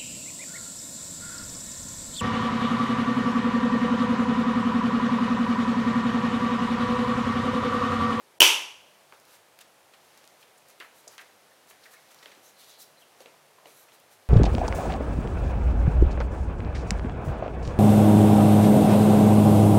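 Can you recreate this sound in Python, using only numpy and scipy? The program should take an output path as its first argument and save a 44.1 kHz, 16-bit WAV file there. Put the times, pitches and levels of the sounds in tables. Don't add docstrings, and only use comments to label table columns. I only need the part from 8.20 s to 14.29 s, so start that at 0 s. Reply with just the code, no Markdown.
import sys
import numpy as np
from scipy import signal
from scipy.fft import rfft, irfft, next_fast_len
from scipy.io import wavfile

SR = 44100
rng = np.random.default_rng(int(sys.argv[2]) if len(sys.argv) > 2 else 0)


def makeup_ratio(level_db):
    decades = np.asarray(level_db, float) / 20
    return 10 ** decades


def master_out(mix):
    frames = np.transpose(np.atleast_2d(mix))
    ceiling = np.clip(frames, -1, 1)
    pcm = np.round(ceiling * 32767).astype(np.int16)
    wavfile.write(sys.argv[1], SR, pcm)


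N = 268548

# start_s, rub_db
HAND_EFFORT = [(.7, -64.5), (1.0, -65.5), (1.3, -74), (1.65, -69.5), (1.92, -59.5), (2.35, -67),
               (2.8, -62.5), (3.04, -63.5), (3.35, -65.5), (3.72, -61), (4.08, -56.5), (4.3, -64.5),
               (4.5, -63.5), (4.8, -68.5), (5.03, -59.5), (5.3, -69.5), (5.6, -64), (6.09, -70)]


def unit(x):
    return x / np.sqrt(np.mean(x ** 2) + 1e-20)


def along(points, hz):
    f, v = np.transpose(points)
    return np.interp(np.log(hz + 1), np.log(f + 1), v)


def curves(rows):
    s, *cols = np.transpose(rows)
    return [np.interp(np.arange(N) / SR, s, c) for c in cols]


def filtered(x, response):
    m = next_fast_len(len(x) + SR // 4)
    return irfft(rfft(x, m) * response(np.fft.rfftfreq(m, 1 / SR)), m)[:len(x)]


def peak(f, hz, width_hz):
    return 1j * f * width_hz / (hz * hz - f * f + 1j * f * width_hz)


def causal(spectrum):
    log_gain = np.log(makeup_ratio(along(spectrum, np.fft.rfftfreq(8192, 1 / SR))) + 1e-6)
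    cepstrum = irfft(log_gain)
    cepstrum = cepstrum * np.r_[1, 2 * np.ones(4095), 1, np.zeros(4095)]
    return irfft(np.exp(rfft(cepstrum)))[:4096]


def grainy(spectrum, grain_db, share):
    size_db = grain_db * np.minimum(rng.exponential(size=N), 3)
    spikes = makeup_ratio(size_db) * (rng.random(N) < share)
    noise = rng.standard_normal(N) * (1 + spikes)
    return unit(filtered(noise, lambda f: makeup_ratio(along(spectrum, f))))


def swell(start_s, length_s):
    skew, soft = 1.1, 1.7
    u = np.clip((np.arange(N) / SR - start_s) / length_s, 0, 1)
    return np.abs(np.sin(np.pi * u ** skew)) ** soft, u


def tail(rise_s, longer=1):
    # pitch_hz, t60_s
    room_decay = [(150, 0.45), (400, 0.36), (1000, .5), (3000, 0.45), (6000, 0.44), (8500, .4),
                  (11000, .38), (16000, 0.24)]
    hz, t, z = signal.stft(rng.standard_normal(SR), SR, nperseg=256)
    t60 = longer * along(room_decay, hz)[:, None]
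    answer = signal.istft(z * makeup_ratio(-60 * t / t60), SR, nperseg=256)[1][:SR]
    answer = answer * (1 - np.exp(-np.arange(SR) / SR / rise_s))
    return answer / np.linalg.norm(answer)


def background():
    # pitch_hz, level_db per Hz
    hiss_colour = [(20, -60), (40, -29), (70, -18.5), (120, -13.5), (250, -7.5), (420, -3), (650, -1.5),
                   (1200, -5), (2500, -8.5), (7000, -15), (10000, -14.5), (15500, -20.5), (15900, -24),
                   (16300, -60)]
    # pitch_hz, level_db per Hz
    hum_colour = [(80, -31.5), (200, -9.5), (350, -4), (550, 5), (900, 0.5), (1500, -12), (3000, -21),
                  (6000, -61.5)]
    # pitch_hz, level_db rms
    mains_lines = [(100, -85.5), (148, -82), (198, -84.5)]
    # start_s, length_s, level_db
    boom = (0.23, .3, -48.5)
    far_hum_db, follows, calm_db = -62, 0.22, -65

    hands_db, = curves(HAND_EFFORT)
    steady = makeup_ratio(far_hum_db + follows * (hands_db - calm_db))
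    hum_gain = np.hypot(steady, makeup_ratio(boom[2]) * swell(*boom[:2])[0])
    hum = hum_gain * makeup_ratio(-4.5) * grainy(hum_colour, grain_db=2.5, share=.003)
    hiss = makeup_ratio(-60.5) * grainy(hiss_colour, grain_db=1, share=0)
    mains = np.zeros(N)
    for hz, db in mains_lines:
        mains += makeup_ratio(db) * unit(filtered(rng.standard_normal(N), lambda f: peak(f, hz, 17) ** 2))
    return hiss + hum + mains


def snap():
    # start_s, level_db, edge_t60_s
    contacts = [
        (.20372, -3, .004),
        (.20620, -4, .001),
        (.20655, 1, .002),
        (.20690, 1, .002),
        (.20724, -1, .004),
    ]
    # delay_s after the main contact, level_db
    walls = [(.0055, -13), (.0087, -5.5), (.0108, -6), (.0128, 7), (.016, -10), (.020, -7), (.0213, 0),
             (.023, -13), (.0285, -5), (0.035, -10), (.037, -6.5), (.044, -8)]
    # pitch_hz, level_db per Hz
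    spine_colour = [(60, -70.5), (230, -37), (310, -12.5), (650, -20), (950, -7.5), (1200, -15.5),
                    (1850, -17.5), (2500, -3.5), (3000, 1), (3400, -6), (3950, -16.5), (7000, -20),
                    (15000, -22.5), (16200, -27.5)]
    # pitch_hz, width_hz, lift_db
    ring_modes = [(4700, 400, 3.5), (5800, 610, 8.5), (6400, 260, 4), (7614, 580, 3), (9800, 900, 3.5),
                  (11350, 900, 3), (14590, 1200, 3.5)]

    blows, edges, t = np.zeros(N), np.zeros(N), np.arange(150) / SR
    for s, db, t60 in contacts:
        at = round(s * SR)
        blows[at] += makeup_ratio(db)
        edges[at:][:len(t)] += makeup_ratio(db - 2 - 60 * t / t60) * rng.standard_normal(len(t))
    main = round(contacts[1][0] * SR)
    for s, db in walls:
        smear = np.r_[1, .45 * rng.standard_normal(len(t) - 1) * makeup_ratio(-60 * t[1:] / .004)]
        blows[main + round(s * SR):][:len(t)] += makeup_ratio(db - 2) * smear
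    blows[main:][:SR] += makeup_ratio(12.5) * tail(rise_s=0.024)
    blows[main - 100:][:SR] += makeup_ratio(2.0) * tail(rise_s=0.0012, longer=.06)
    blows[main:][:SR] += makeup_ratio(-6.5) * tail(rise_s=.05, longer=1.9)
    for hz, width_hz, db in ring_modes:
        blows = filtered(blows, lambda f: 1 + (makeup_ratio(db) - 1) * peak(f, hz, width_hz))
    steel = causal(spine_colour)
    struck = signal.fftconvolve(blows, steel / steel.max())[:N]
    return makeup_ratio(-2.0) * struck + filtered(edges, lambda f: peak(f, 10000, 32000) ** 2)


def taps():
    # start_s, peak_db, centre_hz, width as share of centre
    edge_ticks = [(.9235, -38, 1150, 1.07), (.999, -46, 7000, 2.1), (1.052, -48, 7060, 2),
                  (1.389, -37, 2980, 3), (1.849, -51, 11000, 1), (1.975, -44, 7020, 1.74),
                  (2.041, -46, 3960, 1.25), (2.052, -50, 8000, 1.7), (2.0753, -39.5, 6000, 0.94),
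                  (2.485, -46, 10030, 1.5), (2.501, -42, 11000, 1.6), (2.51, -47, 3000, 2.2),
                  (2.6005, -39.5, 4530, 2.1), (2.601, -35, 2100, 1.7), (2.8773, -34.5, 5800, .55),
                  (2.8814, -34.5, 6870, 0.68), (2.9802, -33, 2170, 1.9), (3.473, -49, 8000, 2),
                  (3.945, -42, 7000, 2.3), (4.15, -48, 3000, 1.5), (4.444, -43.5, 5020, 1.4),
                  (4.495, -44, 4960, 1.6), (4.512, -45, 5100, 1.52), (4.058, -34, 2390, 1.3),
                  (5.005, -44, 3000, 1.95), (5.059, -37, 2190, 0.86), (5.457, -40, 2380, 0.74),
                  (5.47, -46.5, 2490, 1.55), (5.72, -47, 2500, 2.1), (5.80, -48, 11000, 1.1)]
    # start_s, peak_db, centre_hz, width
    sheet_flaps = [(.212, -19.5, 493, .5), (.414, -43, 12500, .6), (1.408, -43, 7970, 1.6),
                   (1.408, -45, 3270, 1), (1.735, -42, 2003, 1.8), (2.226, -46, 2600, 1.2),
                   (2.376, -49.5, 8000, 0.75), (2.602, -39, 2500, 0.51), (2.605, -35, 1640, 1.03),
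                   (2.62, -40.5, 1670, 1.2), (2.643, -45, 1490, 0.77), (2.872, -45.5, 756, .8),
                   (2.982, -43, 2470, 0.82), (2.99, -39.5, 1690, .9), (3.013, -43, 1800, 0.78),
                   (3.01, -46, 4050, 3.5), (3.498, -43.5, 8000, 2.3), (3.507, -41, 1760, 1.1),
                   (3.635, -47, 4140, 0.54), (3.655, -45.5, 1780, .4), (3.737, -47, 1573, .55),
                   (3.985, -51, 4700, .35), (4.026, -41.5, 2450, 1.6), (4.17, -53, 331, 0.45),
                   (4.115, -44.5, 1990, 1.6), (5.135, -53, 900, .5), (5.38, -50, 950, .6),
                   (5.683, -50, 2297, 0.96)]
    # start_s, peak_db
    table_knocks = [(.925, -49), (1.545, -56), (1.735, -55), (2.041, -54.5), (2.601, -47.5), (2.872, -44),
                    (3.01, -49), (3.507, -59), (4.027, -57), (4.059, -48.5), (5.005, -44), (5.058, -43),
                    (5.38, -58.5), (5.456, -42), (5.72, -58)]
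    tick_s, flap_s, knock_s = 0.00079, 0.0036, 0.0037

    out, t = np.zeros(N + 2 * SR), np.arange(SR // 10) / SR

    def flick(length_s):
        return t / length_s * np.exp(-t / length_s)

    hits = [(*row, flick(tick_s)) for row in edge_ticks]
    hits += [(*row, flick(flap_s)) for row in sheet_flaps]
    hits += [(s, db, 490, .79, np.exp(-t / knock_s)) for s, db in table_knocks]
    for s, db, hz, breadth, shape in hits:
        body = lambda f: peak(f, hz, breadth * hz) ** 2
        burst = filtered(shape * rng.standard_normal(len(t)), body)
        burst = makeup_ratio(db) * burst / np.abs(burst).max()
        space = makeup_ratio(3.5) * tail(rise_s=0.0035, longer=0.43) + makeup_ratio(-1.5) * tail(rise_s=0.019)
        space = space[:SR // 2]
        share = np.linalg.norm(burst) / np.linalg.norm(filtered(space, body))
        answer = share * filtered(space, lambda f: body(f) / (1 + 1j * f / 3000))
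        at = round(s * SR)
        out[at:][:len(t)] += burst
        out[at:][:len(space)] += answer
    return out[:N]


def slides():
    # start_s, length_s, hiss_db, rub_db
    strokes = [(0.924, 0.0378, -63, -57), (1.037, 0.13, -60, -57.5), (1.111, 0.076, -58, -56),
               (1.395, 0.033, -56, -49), (1.96, .04, -66, -55), (2.18, .07, -59.5, -64),
               (2.462, 0.0694, -59, -58), (2.56, .14, -61, -67), (2.717, 0.125, -57.5, -71),
               (2.868, 0.116, -57.5, -56), (2.986, 0.046, -60, -68), (2.972, .14, -72, -63.5),
               (3.465, .07, -55, -61), (3.6, 0.097, -60, -57), (3.687, 0.082, -54.5, -60),
               (3.892, .05, -56, -56.5), (3.994, 0.12, -65, -60), (4.205, .09, -56, -65),
               (4.272, .045, -58, -61), (4.363, 0.081, -56, -65), (4.36, 0.23, -57.5, -65),
               (4.47, 0.056, -66, -70), (4.574, 0.077, -46, -58), (4.77, .075, -60, -62),
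               (4.99, .05, -57, -56), (5.43, .12, -58.5, -60), (5.48, 0.2, -57, -67),
               (5.71, .065, -57.5, -59.5), (5.885, .08, -58.5, -59.5)]
    # pitch_hz, level_db per Hz
    rub_colour = [(60, -48), (700, -8), (1200, -2.5), (2000, -5.5), (3500, -8), (6000, -9), (9000, -22),
                  (14000, -56)]
    # pitch_hz, level_db per Hz
    fine_colour = [(300, -58), (2350, -28), (4000, 0.5), (5100, -13), (5870, -2), (6940, -3), (12600, -2),
                   (16000, -8)]

    hands_db, = curves(HAND_EFFORT)
    moving = np.clip((np.arange(N) / SR - .62) / 0.105, 0, 1)
    hiss_gain, rub_gain = np.zeros(N), np.zeros(N)
    for s, length_s, hiss_db, rub_db in strokes:
        gain = swell(s, length_s)[0]
        hiss_gain += gain * makeup_ratio(hiss_db)
        rub_gain += gain * makeup_ratio(rub_db)
    rub_gain = np.hypot(rub_gain, moving * makeup_ratio(hands_db))
    hiss_gain = np.hypot(hiss_gain, moving * makeup_ratio(hands_db - 7.5))
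    rub = rub_gain * makeup_ratio(-3.5) * grainy(rub_colour, grain_db=4.0, share=.02)
    hiss = hiss_gain * makeup_ratio(-1.5) * grainy(fine_colour, grain_db=4.5, share=0.018)
    return rub + hiss


def squeak():
    # start_s, length_s, level_db, from_hz, to_hz
    whistles = [(4.21, .115, -57, 5950, 6400), (4.33, .16, -54.5, 4300, 3710),
                (4.42, .2, -54.5, 3720, 4236), (4.58, .08, -53, 5200, 5000),
                (4.475, .065, -57.5, 6350, 6330), (5.49, .17, -61, 10000, 13000),
                (5.57, .09, -63, 13500, 11980), ]
    # start_s, length_s, level_db, from_hz, to_hz
    chirps = [(4.76, 0.044, -59, 4120, 4050), (4.81, .035, -56, 3600, 2400), (3.3, .04, -60, 1800, 1780),
              (3.73, 0.075, -60, 2300, 2100)]
    out = np.zeros(N)
    for table, width_hz in [(whistles, 900), (chirps, 150)]:
        slow = unit(filtered(rng.standard_normal(N), lambda f: 1 / (1 + (f / width_hz) ** 2)))
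        for s, length_s, db, from_hz, to_hz in table:
            gain, progress = swell(s, length_s)
            pitch_hz = from_hz + (to_hz - from_hz) * progress
            out += makeup_ratio(db) * gain * slow * np.sin(2 * np.pi * np.cumsum(pitch_hz) / SR)
    return out


def scene():
    sheets = slides() + squeak()
    sheets = makeup_ratio(-1) * sheets + makeup_ratio(-9) * signal.fftconvolve(sheets, tail(rise_s=0.0062))[:N]
    return (background() + snap() + taps() + sheets)[None]


def band_limit(x):
    return signal.sosfilt(signal.butter(12, 16180, fs=SR, output="sos"), x)


def record(dry):
    clipped = dry[0] / (1 + np.abs(dry[0]) ** 8) ** (1 / 8)
    clipped = filtered(clipped, lambda f: np.clip((16300 - f) / 500, 0, 1))
    t = np.arange(N) / SR
    starved = np.clip(np.minimum(t - .186, .2 - t) / .001, 0, 1)
    dull = filtered(clipped * (t < .203), lambda f: 1 / (1 + (f / 900) ** 8))
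    mix = clipped * (1 - starved) + dull * starved
    return band_limit(mix[None])


dry = scene()
out = record(dry)
master_out(out)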